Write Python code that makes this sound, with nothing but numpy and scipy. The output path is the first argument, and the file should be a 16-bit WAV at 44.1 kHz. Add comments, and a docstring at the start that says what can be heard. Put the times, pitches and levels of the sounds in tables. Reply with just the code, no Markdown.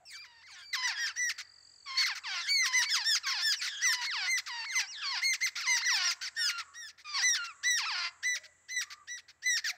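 """Nestlings begging in a tree

One microphone close to a twig nest, where a parent stands over its young. One gives shrill arched
peeps that break into a rasp, with short chucks between; the others squeal and squawk in hoarse,
falling glides. Each voice is a membrane buzzing through throat and bill, echoed by the branches.
Further off insects hiss, a small bird trills, others whistle and an engine hums very faintly."""
import sys
import numpy as np
from scipy import signal
from scipy.fft import rfft, irfft
from scipy.io import wavfile

SR = 44100
rng = np.random.default_rng(int(sys.argv[2]) if len(sys.argv) > 2 else 0)


def digitize_waveform(pressure):
    """Quantize a signal to 16-bit integers and store it at the path in sys.argv[1].

    Rows of a 2-D input are taken as channels; values are limited to [-1, 1].
    """
    field = np.atleast_2d(pressure).T
    bounded = np.clip(field, -1, 1)
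    quanta = np.round(bounded * 32767).astype(np.int16)
    wavfile.write(sys.argv[1], SR, quanta)


N = 430857
CUTOFF_HZ = 15700


def from_db(db):
    """Decibels to gain."""
    return 10 ** (np.asarray(db) / 20)


def unit_power(x):
    """Scale to unit power."""
    return x / np.sqrt(np.mean(x ** 2) + 1e-20)


def gain_at(spectrum, hz):
    """Gain of a spectrum at the given frequencies."""
    known_hz, db = np.transpose(spectrum)
    return from_db(np.interp(np.log(hz + 1e-3), np.log(known_hz), db))


def coloured(spectrum, size):
    """Noise with the given spectrum, unit power."""
    gains = gain_at(spectrum, np.fft.rfftfreq(size, 1 / SR))
    return unit_power(irfft(rfft(rng.standard_normal(size)) * gains, size))


def flutter(rate_hz, size):
    """Random wavering up to about the given rate, spread 1."""
    pole = np.exp(-2 * np.pi * rate_hz / SR)
    noise = rng.standard_normal(size + SR // 10)
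    return unit_power(signal.lfilter([1], [1, -2 * pole, pole * pole], noise))[-size:]


def times(start, end):
    """Sample times of a span."""
    return np.arange(max(0, int(start * SR)), min(N, int(end * SR))) / SR


def fade(t, start, end, rise_s, fall_s):
    """Gate with sloping ends."""
    return np.clip((t - start) / rise_s, 0, 1) * np.clip((end - t) / fall_s, 0, 1)


def add(out, t, sound):
    """Mix a sound in at its times."""
    out[np.round(t * SR).astype(int)] += sound


def slide(age, top_hz, bottom_hz, half_s, power):
    """Pitch as the tension is let go: it lingers, falls, then levels out."""
    return bottom_hz + (top_hz - bottom_hz) / (1 + (np.maximum(age, 0) / half_s) ** power)


def drawn_out(t, pitch, level_db, waver=0.00497, release_s=0.035):
    """Gently wavering pitch and gain of one long call."""
    wavering = pitch * (1 + waver * flutter(31.1, len(t)))
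    gain = from_db(level_db + flutter(43, len(t)) / 2)
    return wavering, gain * fade(t, t[0], t[-1], 0.003, release_s)


def gape(throat, treble_db, knee_hz=2400):
    """A wider bill lets out more of the octave above the knee and of all that lies beyond."""
    return [(hz, db + treble_db * np.clip(np.log2(hz / knee_hz), 0, 1)) for hz, db in throat]


def ring_phase(throat, hz, size=2048):
    """Phase of a throat that rings after each beat (minimum phase)."""
    grid = np.fft.rfftfreq(size, 1 / SR)
    cepstrum = irfft(np.log(gain_at(throat, grid)))
    return np.interp(hz, grid, 2 * rfft(cepstrum[:size // 2], size).imag)


def syrinx(pitch, rough, throat, jitter, breath, doubling=0, ripple_db=4.5, shut_db=0, second_db=0,
           count=14):
    """A membrane's harmonics through the throat; roughness shakes its period and lets air hiss."""
    size = len(pitch)
    shake = 0.0029 * flutter(64, size) + jitter * rough * flutter(517, size)
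    phase = 2 * np.pi * np.cumsum(pitch * (1 + shake)) / SR
    k = np.arange(1, count + 1)[:, None]
    partial_hz = k * pitch
    # the head bobs among reflecting branches: each partial swells and fades, the high ones most
    bob_db = ripple_db * np.sqrt(partial_hz / 5000) * np.array([flutter(21, size) for _ in k])
    balance = from_db(bob_db - shut_db * np.log2(k) + second_db * (k == 2))
    audible = np.clip((SR / 2 - partial_hz) / (SR / 2 - CUTOFF_HZ), 0, 1) ** 2
    gains = gain_at(throat, partial_hz) * balance * audible
    tone = np.sum(gains * np.sin(k * phase + ring_phase(throat, partial_hz)), axis=0)
    if np.any(doubling):
        # alternate strong and weak beats put lines between the harmonics; the pattern keeps slipping
        between_hz = (k - .5) * pitch
        half_gains = gain_at(throat, between_hz) * (k > 1) * audible
        halves = half_gains * np.sin((k - .5) * phase + ring_phase(throat, between_hz))
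        tone += doubling * halves.sum(axis=0) * (1 + .35 * flutter(150, size))
    tone /= np.sqrt(np.sum(gains ** 2, axis=0) * (1 + doubling ** 2) / 2)
    air = breath * rough
    hiss = coloured(throat, size) * (1 + np.cos(phase) / 2)
    # turbulence spares the lowest notes
    hiss = signal.sosfilt(signal.butter(2, 1300, "high", fs=SR, output="sos"), hiss)
    return (tone + air * hiss) / np.sqrt(1 + air ** 2)


# air all round the microphone: f/Hz, relative density/dB
AIR_SPECTRUM = [(30, -16), (70, -1), (200, -9), (1700, -4.5), (4500, -22), (16000, -34)]


def still_air(level_db=-75):
    """A steady, dull bed of noise."""
    return from_db(level_db) * coloured(AIR_SPECTRUM, N)


# insect hiss as recorded, ducked in the pauses by the recorder's noise suppressor: t/s, level/dB
DUCKED_HISS_LEVELS = [(.3, -80), (1.45, -74), (1.65, -66.5), (6.7, -65.5), (6.95, -91), (7.2, -62),
                      (9.1, -73), (9.25, -79.5)]
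# band of the insect chorus behind the nest: f/Hz, relative density/dB
INSECT_SPECTRUM = [(5500, -13.5), (6600, 2), (7350, 8), (7900, 7.5), (8600, -14.5), (10000, -41.5)]


def insects():
    """A high insect hiss, turned down at set times where the recorder's noise suppressor ducks it."""
    level_db = np.interp(np.arange(N) / SR, *np.transpose(DUCKED_HISS_LEVELS))
    return from_db(level_db) * coloured(INSECT_SPECTRUM, N)


# engine a long way off: multiple of the firing rate, level/dB
ENGINE_HARMONICS = [(2, -83), (3, -92.5)]


def far_engine(firing_hz=42):
    """Harmonics of a slowly wandering firing rate."""
    phase = 2 * np.pi * np.cumsum(firing_hz * (1 + 0.019 * flutter(1, N))) / SR
    return sum(np.sqrt(2) * from_db(db) * np.sin(k * phase) for k, db in ENGINE_HARMONICS)


# birds far off in the grove: start t/s, end t/s, f/Hz, level/dB
FAR_WHISTLES = [(0, 0.057, 720, -53), (6.63, 6.79, 1153, -62.5), (7.506, 7.726, 1130, -62),
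                (8.313, 8.542, 615, -68.5), (8.79, 9.077, 1188, -60.5), (9.671, 9.796, 737, -60.5)]


def far_birds():
    """Distant whistles, blurred by their many paths through the trees."""
    out = np.zeros(N)
    for start, end, pitch_hz, level_db in FAR_WHISTLES:
        t = times(start, end)
        phase = 2 * np.pi * pitch_hz * t
        blurred = flutter(39, len(t)) * np.sin(phase) + flutter(37, len(t)) * np.cos(phase)
        add(out, t, from_db(level_db) * fade(t, start, end, 0.048, 0.049) * blurred)
    return out


def trill(per_s=45.3, first_s=0.0085, top_hz=5130, bottom_hz=4170, level_db=-56, end_s=2.7):
    """Behind the nest a small bird repeats a tiny downward whistle very fast."""
    t = np.arange(N) / SR
    cycle = ((t - first_s) * per_s) % 1
    pitch = (top_hz + (bottom_hz - top_hz) * cycle) * (1 + flutter(20, N) / 100)
    whistle = np.sqrt(2) * np.sin(2 * np.pi * np.cumsum(pitch) / SR)
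    pulses = from_db(level_db + 1.5 * flutter(20, N)) * np.sin(np.pi * cycle) ** 3
    return pulses * whistle * fade(t, 0, end_s, 1.0, 0.8)


# thin, scratchy squeals in the nest:
# start t/s, top t/s, end t/s, top f/Hz, bottom f/Hz, half-way time/s, level/dB, treble/dB
SQUEAL_CALLS = [(0.056, 0.057, 0.18, 2754, 502, 0.095, -48.5, 8),
                (0.465, .47, .65, 2295, 1416, 0.092, -53.5, 2),
                (2.307, 2.325, 2.509, 3324, 1365, 0.064, -41, -5),
                (3.529, 3.54, 3.836, 3050, 1536, 0.075, -41.5, -9),
                (4.861, 4.9, 5.085, 2876, 1570, 0.035, -43, -29)]
# throat and bill in a squeal: f/Hz, gain/dB
SQUEAL_RESONANCES = [(1700, 8.5), (2850, -7), (3250, 11.5), (4400, 4), (5700, 5), (7000, -2.5),
                     (10500, -33.5)]


def squeals(onset_db=-9, onset_s=0.03, rise_per_s2=140):
    """A strained voice rises to its top and frays as it sinks."""
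    out = np.zeros(N)
    for start, top, end, top_hz, bottom_hz, slide_s, level_db, treble_db in SQUEAL_CALLS:
        t = times(start - .004, end + 0.017)
        rise = 1 - rise_per_s2 * np.maximum(top - t, 0) ** 2
        pitch = rise * slide(t - top, top_hz, bottom_hz, slide_s, power=2.3)
        pitch, gain = drawn_out(t, pitch, level_db + onset_db * np.exp((t[0] - t) / onset_s))
        fray = np.interp(pitch, [1900, 3000], [1, .25])
        throat = gape(SQUEAL_RESONANCES, treble_db, knee_hz=5000)
        add(out, t, gain * syrinx(pitch, fray, throat, jitter=0.056, breath=0.065))
    return out


# the shrill nestling, close to the microphone: start t/s, break t/s, crest f/Hz, sagged f/Hz,
# midway level/dB, swell/dB, treble/dB, second partial/dB
PEEP_CALLS = [(0.117, 0.243, 2306, 2435, -48, -4.5, -7.5, 1), (0.607, 0.73, 2340, 2250, -51.5, 1, 1, 3.5),
              (0.826, 0.875, 2022, 1946, -29.5, -3.5, -1.5, 3),
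              (0.975, 1.067, 1944, 1730, -32.5, 0, -3.5, -2), (1.159, 1.295, 1973, 1852, -31, 1, 0, -9),
              (1.954, 2.059, 2236, 1998, -27, -7, 0, 8), (2.47, 2.66, 2245, 1888, -27.5, -1.5, 1.5, -0.5),
              (2.726, 2.822, 2054, 1800, -25.5, -3, 3, -5),
              (2.887, 2.958, 1805, 1590, -28.5, 3.5, 11.5, 4.5), (3.04, 3.155, 1833, 1617, -27, 1, 8, 2.5),
              (3.407, 3.525, 1793, 1612, -28, 1.5, 8, 1), (3.814, 3.93, 2007, 1728, -26.5, -4, 4.5, -6.5),
              (4.259, 4.377, 2095, 1944, -29.5, -1, 2.5, -6), (4.679, 4.795, 2126, 1990, -29.5, 3.5, 4, -8),
              (5.218, 5.334, 2174, 2044, -26.5, -6.5, 0.5, 0.5),
              (5.41, 5.464, 2147, 2003, -26, -5.5, 3, -2), (5.66, 5.769, 2095, 1880, -27, -3, 2.5, -2.5),
              (5.845, 5.963, 1989, 1694, -29, -3.5, 3, -3), (6.027, 6.109, 1910, 1567, -29.5, -1, 7.5, -5),
              (6.353, 6.491, 1847, 1560, -31, 4, 6.5, -1), (6.74, 6.885, 1907, 1667, -44.5, -3, 3.5, 0),
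              (7.213, 7.349, 2005, 1780, -26, -5.5, 6, 1.5), (7.635, 7.784, 1989, 1816, -27.5, -5.5, 4, 3),
              (8.23, 8.355, 2009, 1943, -30, -6.5, -1, 2), (8.688, 8.813, 2032, 1915, -29, -7.5, 2.5, 4.5),
              (9.077, 9.177, 1998, 1905, -40, -8, 1.5, 6), (9.424, 9.571, 2002, 1808, -28, -3, 4, 0)]
# moments when a peep's recorded level jumps up as the recorder's noise suppressor opens: t/s
PEEP_LEVEL_JUMPS = [1.974, 3.046, 4.756, 6.368, 8.766, 9.461]
# throat and bill in a peep; partials swell and fade as they slide across its peaks: f/Hz, gain/dB
PEEP_RESONANCES = [(1000, -16.5), (1650, -2), (2000, 6), (2300, -4), (2900, 2), (3450, -8.5), (4150, -6.5),
                   (4450, 6), (5200, -1.5), (5900, 3), (6500, -10), (7400, -17), (9300, -21), (10800, -41),
                   (13000, -28)]


def peeps(crest=0.37, scoop_s=0.0095, bend_s=0.0043, shudder_hz=165, onset_s=0.014, ducked_db=-10):
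    """Each peep scoops up to its crest, sags, then bends over and breaks into a rasp."""
    out = np.zeros(N)
    for start, end, crest_hz, sagged_hz, level_db, swell_db, treble_db, second_db in PEEP_CALLS:
        t = times(start - .006, end + 0.0029)
        age, along = np.maximum(t - start, 0), (t - start) / (end - start)
        sag = np.clip((along - crest) / (1 - crest), 0, 1) ** 1.2
        pitch = crest_hz + (sagged_hz - crest_hz) * sag
        pitch *= 1 - 0.22 * np.exp(-age / scoop_s)
        pitch *= 1 - 0.055 * np.exp((t - end) / bend_s)
        pitch *= 1 + 0.0055 * flutter(23, len(t))
        # a fast shudder of pitch and strength grows toward the break
        shudder_rate = shudder_hz * (1 + .15 * flutter(20, len(t)))
        shudder = (.3 + along) * np.sin(2 * np.pi * np.cumsum(shudder_rate) / SR)
        pitch *= 1 + .006 * shudder
        onset = np.exp(-age / onset_s)
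        rough = 0.0038 + 1.02 * onset   # the tone takes a moment to lock in
        fray = np.clip((1900 - pitch) / 300, 0, 1)   # and frays when it sinks low
        ducked = sum(np.clip((at - t) / 0.0036, 0, 1) for at in PEEP_LEVEL_JUMPS if start < at < end)
        arch_db = -2 * (2 * along - 1) ** 2
        envelope_db = level_db + swell_db * (along - .5) + arch_db - 15 * onset + ducked_db * ducked
        shut_db = 6.5 * np.exp(-age / 0.022)   # overtones lose this per octave while the bill opens
        voice = syrinx(pitch, rough + 0.25 * fray, gape(PEEP_RESONANCES, treble_db), jitter=0.038,
                       breath=0.68, ripple_db=2.5, shut_db=shut_db, second_db=second_db, count=10)
        gain = from_db(envelope_db + 1.1 * shudder + fray * flutter(78, len(t)))
        add(out, t, gain * fade(t, t[0], t[-1], 0.0067, 0.0043) * voice)
        add(out, *rasp(end, .88 * sagged_hz, envelope_db[-1], treble_db))
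    return out


# throat and open bill in a rasp or chuck: f/Hz, gain/dB
RASP_RESONANCES = [(750, -56), (1200, -2), (2000, 13), (3000, -1.5), (4500, 10.5), (5900, 5), (7000, -6.5),
                   (9000, -14.5), (10800, -36), (13000, -16), (15500, -26.5)]


def rasp(start, first_hz, level_db, treble_db, length_s=0.034, collapse_s=0.015, slack_hz=680):
    """The membrane goes slack and the pitch tumbles; returns times and sound."""
    t = times(start - .002, start + length_s)
    age = np.maximum(t - start, 0)
    along = age / length_s
    pitch = slack_hz + (first_hz - slack_hz) * np.exp(-age / collapse_s)
    throat = gape(RASP_RESONANCES, min(treble_db, 0) + 0.5)
    voice = syrinx(pitch, 0.085 + along, throat, jitter=0.056, breath=1.0)
    return t, from_db(level_db - 20 * along ** 3.3) * fade(t, t[0], t[-1], 0.0013, 0.0034) * voice


# its hoarse nest mates: start t/s, swing t/s, end t/s, first f/Hz, moan f/Hz, crest f/Hz,
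# slide half-way time/s, moan level/dB, slide level/dB, treble/dB, strain around 1
SQUAWK_CALLS = [(0.185, 0.417, .62, 1950, 895, 2100, 0.044, -60, -55, -2, 1.05),
                (0.746, 0.863, .93, 1250, 987, 908, 0.022, -36.5, -34.5, 2, 0.75),
                (0.928, 1.088, 1.11, 2007, 1583, 1297, 0.018, -38.5, -37, -4, 2.5),
                (1.861, 2.021, 2.13, 1189, 1022, 2190, 0.037, -40.5, -34.5, -2, 1.04),
                (2.239, 2.283, 2.42, 1323, 854, 768, 0.041, -37, -37, 1, 0.92),
                (2.621, 2.837, 3.035, 1507, 957, 2292, 0.08, -38.5, -35.5, 2.5, 0.74),
                (3.235, 3.331, 3.42, 1399, 1061, 857, 0.025, -35.5, -34, 4, 0.76),
                (3.82, 4.039, 4.28, 1987, 953, 2196, 0.065, -38.5, -34.5, 2, 0.81),
                (4.472, 4.639, 4.85, 1368, 893, 2215, 0.076, -39, -39.5, -1, 0.83),
                (5.019, 5.109, 5.2, 1451, 1091, 978, 0.023, -34.5, -34.5, 4, .9),
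                (5.615, 5.808, 6.105, 1753, 919, 2117, .064, -37, -33.5, 4, 0.67),
                (6.368, 6.584, 6.62, 1778, 1375, 1286, 0.021, -40.5, -39.5, -9, 1.16),
                (7.048, 7.128, 7.225, 1237, 1190, 1120, 0.038, -42.5, -31.5, 4, 1.14),
                (7.348, 7.429, 7.515, 1900, 1398, 1383, 0.082, -36.5, -44.5, -12.5, 0.68),
                (7.77, 7.842, 8.082, 1739, 789, 1328, 0.042, -35.5, -34.5, 0, 0.95)]
# throat and open bill in a squawk: f/Hz, gain/dB
SQUAWK_RESONANCES = [(550, -31.5), (750, -10.5), (1000, 0.5), (2100, 3.5), (2700, 1), (3600, -6.5),
                     (4600, 3), (5500, -4.5), (6300, -17.5), (8500, -33.5), (10500, -52.5), (13000, -51)]


def squawks(clear_hz=1900, hoarse_hz=900, doubling_hz=790, buzz_hz=680.5, swing_s=.026,
            settle_hz_per_s2=125000, sag_hz_per_s=530):
    """A voice drops to a moan, swings and slides, hoarser as it sinks, until its period doubles."""
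    out = np.zeros(N)
    for (start, swing, end, first_hz, moan_hz, crest_hz, slide_s,
         moan_db, slide_db, treble_db, strain) in SQUAWK_CALLS:
        t = times(start - .004, end + 0.019)
        moan = moan_hz + sag_hz_per_s * (swing - t)
        settle_s = np.sqrt(max(first_hz - moan[0], 0) / settle_hz_per_s2)
        moan += settle_hz_per_s2 * np.maximum(start + settle_s - t, 0) ** 2   # the drop brakes evenly
        swung = np.sin(np.pi / 2 * np.clip((t - swing) / swing_s, 0, 1)) ** 2
        glide = slide(t - swing - swing_s, crest_hz, buzz_hz, slide_s, power=3.2)
        pitch = moan + swung * (glide - moan)
        slack = np.clip((clear_hz - pitch) / (clear_hz - hoarse_hz), 0, 1)
        onset_db = -11.5 * np.exp((t[0] - t) / 0.013)
        level_db = moan_db + swung * (slide_db - moan_db) + onset_db - 1.5 * (1 - slack)
        pitch, gain = drawn_out(t, pitch, level_db)
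        doubling = 0.06 * slack + 0.51 * np.clip((doubling_hz - pitch) / 70, 0, 1)
        rough = strain * (.2 + .8 * slack) + doubling
        pressed_db = 1.5 * (strain - 1)   # a strained voice is richer in overtones
        voice = syrinx(pitch, rough, gape(SQUAWK_RESONANCES, treble_db), jitter=.019, breath=.33,
                       doubling=doubling, ripple_db=3.6, shut_db=-pressed_db, count=21)
        add(out, t, gain * voice)
    return out


# chucks from the shrill nestling:
# start t/s, end t/s, crest f/Hz, level before trim/dB, roughness, place of the crest 0-1
CHUCK_CALLS = [(0.728, 0.76, 2077, -26, 0.3, 0.15), (1.378, 1.42, 1472, -35.5, 1.33, 0.31),
               (1.976, 2.041, 2077, -28.5, 0.78, 0.21), (2.148, 2.189, 1520, -35, 1.07, 0.33),
               (3.263, 3.333, 1597, -28, 0.53, 0.14), (3.611, 3.691, 1524, -30, 0.95, 0.36),
               (4.01, 4.069, 1497, -31.5, 0.85, 0.2), (4.459, 4.491, 1526, -36.5, 1.5, 0.4),
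               (5.553, 5.627, 1422, -31.5, 0.94, 0.4), (6.21, 6.287, 1578, -32.5, 0.66, 0.3),
               (6.577, 6.613, 1450, -33.5, 1, 0.29), (6.976, 7.023, 1513, -51, 1.6, .35),
               (7.438, 7.47, 1504, -37.5, 1.16, 0.23), (8.432, 8.467, 1686, -47, 1.57, .3),
               (8.9, 8.939, 1535, -39.5, 1.13, 0.32), (9.28, 9.314, 1602, -48, 1.8, 0.1),
               (9.64, 9.711, 1827, -27.5, 0.4, 0.1)]


def chucks(drop=0.57, trim_db=-5):
    """Short notes that start as a harsh crackle, arch briefly and clear as they drop."""
    out = np.zeros(N)
    throat = gape(RASP_RESONANCES, -2.2)
    for start, end, crest_hz, level_db, rough, crest in CHUCK_CALLS:
        t = times(start, end + 0.0078)
        along = np.linspace(0, 1, len(t))
        pitch = crest_hz * (1 - drop * np.abs((along - crest) / (1 - crest)) ** 1.6)
        voice = syrinx(pitch, rough * (1.5 - along), throat, jitter=0.0358, breath=1.0)
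        add(out, t, from_db(level_db + trim_db) * fade(t, t[0], t[-1], 0.007, 0.013) * voice)
    return out


# what the grove sends back to the microphone: f/Hz, gain/dB
GROVE_SPECTRUM = [(1200, 15.5), (2000, 6), (3000, -5), (6500, -16.5), (12000, -46)]


def tree_echoes(x, near_db=-14.5, near_t60=0.2, far_db=-25.5, far_t60=1.0, echoes_per_s=500):
    """Near branches scatter quick echoes; the grove adds a faint, duller tail."""
    t = times(0, 0.61)
    scatter = rng.standard_normal(len(t)) * (rng.random(len(t)) < echoes_per_s / SR)
    near = scatter * from_db(-60 * t / near_t60) * (t > .003)
    far = coloured(GROVE_SPECTRUM, len(t)) * from_db(-60 * t / far_t60) * (t > .02)
    echo = from_db(near_db) * near / np.linalg.norm(near) + from_db(far_db) * far / np.linalg.norm(far)
    return signal.fftconvolve(x, echo)[:N]


def scene(lowest_hz=630):
    """Mono, from beside the nest: birds too small to radiate bass, with the grove behind them."""
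    birds = peeps() + chucks() + squawks() + squeals() + trill()
    birds = signal.sosfilt(signal.butter(6, lowest_hz, "high", fs=SR, output="sos"), birds)
    return (birds + tree_echoes(birds) + far_birds() + insects() + far_engine() + still_air())[None]


def record(dry):
    """The microphone signal, with its top cut steeply."""
    return signal.sosfilt(signal.ellip(12, .1, 80, CUTOFF_HZ, fs=SR, output="sos"), dry)


dry = scene()
out = record(dry)
digitize_waveform(out)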